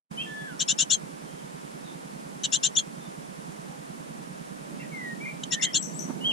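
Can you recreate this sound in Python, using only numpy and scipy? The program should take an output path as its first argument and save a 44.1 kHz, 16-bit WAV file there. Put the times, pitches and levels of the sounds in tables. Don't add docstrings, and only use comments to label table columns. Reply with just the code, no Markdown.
import sys
import numpy as np
from scipy import signal
from scipy.fft import rfft, irfft, next_fast_len
from scipy.io import wavfile
from scipy.ndimage import map_coordinates

SR = 44100
rng = np.random.default_rng(int(sys.argv[2]) if len(sys.argv) > 2 else 0)


def generate_wav(sig):
    pcm = np.round(np.clip(np.atleast_2d(sig).T, -1, 1) * 32767).astype(np.int16)
    wavfile.write(sys.argv[1], SR, pcm)


N = 279108
T = np.arange(N) / SR

# start and length in seconds, crest position as a share of the length,
# start and crest pitch in Hz, relative level in dB, harshness from 0 to 1, squeak lead in seconds.
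NOTES = [(.601, 0.031, 0.65, 2883, 3210, -28.5, 1, 0.0067),
         (.684, .041, 0.99, 2720, 3056, -27, 0.78, 0.0062),
         (0.787, 0.047, .8, 2735, 3137, -26.5, 0.73, 0.0068),
         (.904, .049, 0.46, 2826, 3462, -25.5, 0.47, 0.0052),
         (2.438, .024, .6, 3050, 3040, -27.5, 0.96, 0.0034),
         (2.525, .044, 0.86, 2750, 3200, -27.5, 0.73, 0.006),
         (2.633, 0.043, 0.81, 2770, 3230, -27.5, 0.8, 0.0042),
         (2.763, 0.04, 0.322, 2945, 3528, -28.5, 0.76, 0.0099),
         (5.436, 0.0052, 0.99, 3040, 3170, -30, 0.8, 0), (5.52, 0.033, 0.91, 2764, 3120, -29.5, 1, 0.0099),
         (5.623, .035, 0.92, 2770, 3230, -27.5, .7, 0.0097),
         (5.744, 0.037, 0.47, 2794, 3444, -25.5, 0.54, 0.01)]


def chatter(jitter=0.0443, roughness=0.35, sag=0.087, shimmer_db=2, swing=3.2, box_db=-10):
    mixes = [(2, 0), (1, 1), (0, 2), (-1, 2), (2, -1), (3, -1), (3, 0), (2, 1), (1, 2), (0, 3), (2, 2)]
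    mix_db = [-1, -4.5, 1, -36, -40, -8, -4.5, -9, -7.5, -10.5, -46]
    # start and length in seconds, gain in dB.
    solos = [(2.77, 0.0155, 7.5)]
    # frequency in Hz, relative noise density in dB.
    rasp_colour = [(1000, -34), (1600, 10), (3200, 36), (5000, 24.5), (7000, 23.5), (10000, -13),
                   (15000, -22.5)]
    # frequency in Hz, gain in dB.
    throat = [(800, -47), (1600, 11.5), (2150, -13), (2750, -2.5), (3450, 2), (4400, 0.5), (4900, -3),
              (5350, -2.5), (6300, 3.5), (7200, 8.5), (8000, -4.5), (9000, -14), (11000, -22), (15000, -24)]
    # frequency in Hz, left over right in dB.
    chick_side = [(1700, 1), (2700, -16), (4000, 0.5), (5200, 14), (6500, 13.5), (9500, 18), (14000, -27)]
    voice = squeaks()
    shakes = np.array([wobble(1800), wobble(1800), wobble(1400), wobble(1400)])
    shimmer = [amp(db + shimmer_db * wobble(300)) for db in mix_db]
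    rasp = noise(rasp_colour)[0]
    for start, length, crest, start_hz, crest_hz, db, harshness, _ in NOTES:
        span = slice(int((start - .02) * SR), int((start + length + .03) * SR))
        t = T[span] - start
        pitch_shake, level_shake = shakes[:2, span], shakes[2:, span]
        climb_s = length * crest
        rise, pressure_db, high_share, unrest = chatter_gesture(t, climb_s, length)
        overtone_db = 155 * (length - 0.04)
        for solo_start, solo_length, gain_db in solos:
            alone = gate(T[span], solo_start, solo_start + solo_length, .0012, 0.00099)
            high_share = high_share * (1 - alone)
            pressure_db = pressure_db + gain_db * alone
            overtone_db = overtone_db - 4.5 * alone
        droop = 1 - sag * np.tanh(np.maximum(t - climb_s, 0) / 0.0118) ** 2
        low_hz = (start_hz + (crest_hz - start_hz) * rise) * droop
        high_hz = (1.252 + 0.0293 * rise) * low_hz
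        clash = np.minimum(high_share, 1) * harshness * unrest
        low_phase = turns(low_hz * (1 + jitter * clash * pitch_shake[0]))
        high_phase = turns(high_hz * (1 + jitter * clash * pitch_shake[1]))
        low_size, high_size = 1 + roughness * clash * level_shake
        tone = low_size * np.sin(low_phase) + high_share * high_size * np.sin(high_phase)
        tone += clash * rasp[span]
        for (m, n), strength in zip(mixes, shimmer):
            size = amp(overtone_db) * strength[span] * high_share ** abs(n)
            size *= (low_size if m else 1) * (high_size if n else 1)
            tone += size * np.sin(m * low_phase + n * high_phase + 2 * np.pi * rng.random())
        tone = swing * np.tanh(tone / swing)
        opening = gate(t, 0, length + 0.0054, 0.0027, 0.0021)
        voice[span] += amp(db + pressure_db + 2) * opening * tone
    boxed = voice + amp(box_db) * echoes(voice, t60=0.062, delay=0.0007)
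    return panned(coloured(boxed, throat), chick_side)


def chatter_gesture(t, climb_s, length, onset_db=-2.5, fade_db=-5.5, tail_db=-1):
    climbed = np.clip(t / climb_s, 0, 1)
    rise = np.sin(np.pi / 2 * climbed ** 1.79) ** 2
    from_middle = np.clip(2 * t / length - 1, -1, 1)
    tail = (1 + np.tanh((t - length) / .002)) / 2
    pressure_db = np.where(from_middle < 0, onset_db, fade_db) * from_middle ** 2 + tail_db * tail
    clarity = np.exp(-((climbed - 0.57) / 0.16) ** 2)
    high_share = amp(-1.65 + 2 * clarity) * (1 - tail)
    unrest = 1 - 0.56 * clarity
    return rise, pressure_db, high_share, unrest


def squeaks(jitter=0.018, pitch_ratio=1.97, level_db=-29, overlap_s=.007):
    out, shake = np.zeros(N), wobble(1300)
    for start, _, _, start_hz, *_, lead in NOTES:
        if lead > 0:
            span = slice(int((start - lead - .01) * SR), int((start + overlap_s + .01) * SR))
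            opening = gate(T[span], start - lead, start + overlap_s, 0.00074, 0.0016)
            hz = pitch_ratio * start_hz * (1 + jitter * shake[span])
            out[span] += amp(level_db) * opening * np.sin(turns(hz))
    return out


def songbird(direct_db=-1, garden_db=-6, ear_lag_s=0.000096):
    # start and length in seconds, start, middle and end pitch in Hz,
    # relative level in dB, hoarseness from 0 (clean) to about 1.
    melody = [(0.173, 0.059, 3020, 3140, 3300, -33, 0.15), (0.184, 0.058, 2420, 2670, 2750, -38, .2),
              (0.263, 0.23, 1764, 1726, 1718, -41.5, 0.12), (0.465, 0.079, 1700, 1506, 1390, -45.5, 0),
              (4.791, 0.072, 2295, 2030, 1820, -49, 1.05), (4.796, 0.043, 2600, 2640, 2550, -47.5, 0.96),
              (4.92, .226, 2233, 1956, 1860, -39, 0.05), (5.204, .057, 2250, 2330, 2490, -40, 0.06),
              (5.249, 0.034, 2420, 2077, 2420, -35, 0.4), (5.274, 0.043, 2350, 2360, 2290, -38.5, 0.17),
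              (5.512, 0.085, 1960, 1825, 1790, -40, 0.25), (5.587, .1, 1880, 2110, 1797, -38, 1.05),
              (5.64, 0.039, 3210, 3183, 3140, -33, 0.3), (6.208, 0.04, 2880, 2930, 2960, -40.5, 0.08),
              (6.243, .074, 2965, 3257, 2870, -24, 0.03), (6.305, 0.041, 2920, 2770, 2690, -29.5, 0)]
    song = sum(whistle(slide(*note), jitter=0.0046 + 0.05 * hoarseness, overtone_db=-15)
               for *note, hoarseness in melody)
    song = coloured(song, [(3500, 0), (4400, -21), (6500, -18)])
    direct = filtered(song, lambda hz: np.exp(1j * np.pi * hz * ear_lag_s * np.array([[1], [-1]])))
    garden = amp(garden_db) * echoes(song, t60=0.3, delay=0.0018)
    return panned(amp(direct_db) * direct + garden, [(1700, -1), (2300, 2.5), (3100, -1.5)])


def slide(start, length, start_hz, middle_hz, end_hz, db, attack=0.25, release=0.27, edge_db=-5.5):
    progress = np.linspace(0, 1, 60)
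    bend = np.polyfit([0, .5, 1], [start_hz, middle_hz, end_hz], 2)
    edge = np.maximum(1 - progress / attack, 0) ** 2 + np.maximum(1 - (1 - progress) / release, 0) ** 2
    return np.transpose([start + progress * length, np.polyval(bend, progress), db + edge_db * edge])


def whistle(course, jitter, overtone_db):
    times, hz, db = np.transpose(course)
    span = slice(int((times[0] - .02) * SR), int((times[-1] + .02) * SR))
    t, out = T[span], np.zeros(N)
    shake = jitter * wobble(600)
    phase = turns(np.interp(t, times, hz) * (1 + shake[span]))
    level = amp(np.interp(t, times, db)) * gate(t, times[0], times[-1], 0.0041, 0.0083)
    out[span] = np.sqrt(2) * level * (np.sin(phase) + amp(overtone_db) * np.sin(2 * phase))
    return out


def thin_calls(arch_s=.047, drop_s=0.012, buzz_jitter=0.044, direct_db=-2, garden_db=-2.5):
    # start in seconds, top pitch in Hz, relative levels of the arch and the buzz in dB.
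    high_notes = [(5.769, 7810, -32.5, -39), (5.935, 8000, -39.5, -38)]
    calls = np.zeros(N)
    for start, *shape in high_notes:
        buzzing = np.clip((T - start - arch_s - drop_s) / (drop_s / 2), 0, 1)
        course = arch_and_buzz(start, *shape, arch_s, drop_s)
        calls += whistle(course, jitter=.007 + buzz_jitter * buzzing, overtone_db=-21)
    garden = amp(garden_db) * echoes(calls, t60=0.37, delay=0.0042)
    return panned(amp(direct_db) * calls + garden, [(6000, 9.8), (7800, 19)])


def arch_and_buzz(start, top_hz, arch_db, buzz_db, arch_s, drop_s):
    rise_hz, landing_hz, buzz_hz, buzz_s = 648, 5830, 6300, 0.047
    swell_db, lull_db, accent_db, fade_db = 5, -16, 11.5, -9
    to_go = np.linspace(1, 0, 8)
    bow = to_go ** 2
    arch = np.transpose([start + arch_s * (1 - to_go), top_hz - rise_hz * bow, arch_db - swell_db * bow])
    landing = start + arch_s + drop_s
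    drop = [(landing - drop_s / 2, (top_hz + landing_hz) / 2, buzz_db + lull_db),
            (landing, landing_hz, buzz_db + accent_db)]
    buzz = [(landing + drop_s / 2, buzz_hz, buzz_db), (landing + buzz_s, buzz_hz, buzz_db + fade_db)]
    return np.vstack([arch, drop, buzz])


def far_calls(level_db=-3):
    # start and length in seconds, start and end pitch in Hz, relative level in dB.
    far_notes = [(1.25, 0.17, 3140, 3120, -59), (1.84, 0.071, 3780, 3540, -53),
                 (3.0, 0.073, 3600, 3530, -57), (3.655, 0.078, 807, 808, -49.5),
                 (4.58, 0.27, 580, 577.4, -51.5)]
    calls = sum(whistle([(start, hz, db), (start + length, end_hz, db)], jitter=0.032, overtone_db=-30)
                for start, length, hz, end_hz, db in far_notes)
    return amp(level_db) * (.5 * calls + echoes(calls, t60=0.24, delay=.003))


def air(mid_db=-50, side_db=-43, rumble_db=-46.5, swell_from_s=3.05, waver_db=1.6):
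    # frequency in Hz, relative density in dB.
    mid_colour = [(120, -21.5), (200, -0.5), (248, -11.5), (276, -3), (440, -18), (499, -8.5), (619, -15),
                  (795, -15.5), (870, -14), (3780, -21), (4140, -22.5), (9780, -22.5), (14500, -40)]
    side_colour = [(120, -18), (200, 0), (355, -4), (388, 1.5), (499, -0.5), (901, -2.5), (1410, -8),
                   (1720, -10.5), (2090, -14.5), (2590, -16.5), (3400, -24.5), (9780, -21), (14500, -40.5)]
    rumble_colour = [(20, -37), (100, -37), (118, -27), (140, -3.5), (190, 3.5), (260, -1), (400, -11.5),
                     (900, -19.5), (2000, -43.5)]
    # frequency in Hz, left over right in dB.
    lean = [(150, -7), (400, -5.5), (900, -1), (3800, 0), (5500, -6), (9500, -10.5), (14000, -2)]
    mid = amp(mid_db) * noise(mid_colour)[0]
    side = amp(side_db) * noise(side_colour)[0]
    swell_db = 0.8334 * np.maximum(T - swell_from_s, 0) ** 2
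    rumble = amp(rumble_db + swell_db + waver_db * wobble(15)) * noise(rumble_colour, channels=2)
    murmur = np.array([mid + side, mid - side]) * amp(0.094 * wobble(3.1))
    return panned(murmur + rumble, lean)


def shuffles():
    # time of the peak in seconds, half length in seconds, level in dB.
    bumps = [(6.102, 0.016, -31), (6.32, 0.026, -36.5)]
    # frequency in Hz, relative noise density in dB.
    wall = [(90, -34), (140, -12), (230, 9.5), (450, -14), (1000, -12.5), (2000, -30), (6000, -52)]
    push = sum(amp(db) * np.exp(-((T - peak) / width) ** 2) for peak, width, db in bumps)
    return panned(push * noise(wall), [(200, -17), (1000, -1)])


def throb(first_s=.1152, period_s=.1024, pulse_db=12):
    # frequency in Hz, gain in dB.
    pulse_colour = [(10, -31), (25, -22), (55, -23), (105, -34), (122, -22), (142, 1.5), (180, -1.5),
                    (220, -15), (280, -16), (350, -20), (600, -62)]
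    times = np.arange(first_s, T[-1], period_s)
    pulses = np.zeros(N)
    pulses[(times * SR).astype(int)] = amp(pulse_db)
    return coloured(pulses, pulse_colour) * amp([[-4.5], [4.5]])


def amp(db):
    return 10 ** (np.asarray(db) / 20)


def along(points, hz):
    knots_hz, values = np.transpose(points)
    return np.interp(np.log(hz + 1), np.log(knots_hz + 1), values)


def wobble(rate):
    return map_coordinates(rng.standard_normal(int(N * rate / SR) + 4), [T * rate], order=1)


def filtered(x, response):
    size = next_fast_len(N + SR // 2)
    return irfft(rfft(x, size) * response(np.fft.rfftfreq(size, 1 / SR)), size)[..., :N]


def coloured(x, spectrum):
    return filtered(x, lambda hz: amp(along(spectrum, hz)))


def noise(spectrum, channels=1):
    x = coloured(rng.standard_normal((channels, N)), spectrum)
    return x / np.sqrt(np.mean(x ** 2) + 1e-20)


def panned(x, side):
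    def gains(hz):
        ratio = amp(along(side, hz))
        return np.array([ratio, np.ones_like(ratio)]) * np.sqrt(2 / (1 + ratio ** 2))
    return filtered(x, gains)


def echoes(x, t60, delay):
    t = np.arange(int(.8 * SR)) / SR
    tail = rng.standard_normal((2, len(t))) * amp(-60 * t / t60) * (t > delay)
    return signal.fftconvolve(x[None], tail / np.linalg.norm(tail[0]), axes=1)[:, :N]


def turns(hz):
    return 2 * np.pi * np.cumsum(hz) / SR


def gate(t, start, end, rise, fall):
    return (1 + np.tanh((t - start) / rise)) * (1 + np.tanh((end - t) / fall)) / 4


def scene():
    return chatter() + songbird() + thin_calls() + far_calls() + air() + shuffles() + throb()


def record(dry, rolloff_hz=14500, top_hz=14900):
    opening = amp(np.interp(T, [.09, .113], [-60, 0]))
    return filtered(dry * opening, lambda hz: (hz < top_hz) / (1 + (hz / rolloff_hz) ** 80))


dry = scene()
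out = record(dry)
generate_wav(out)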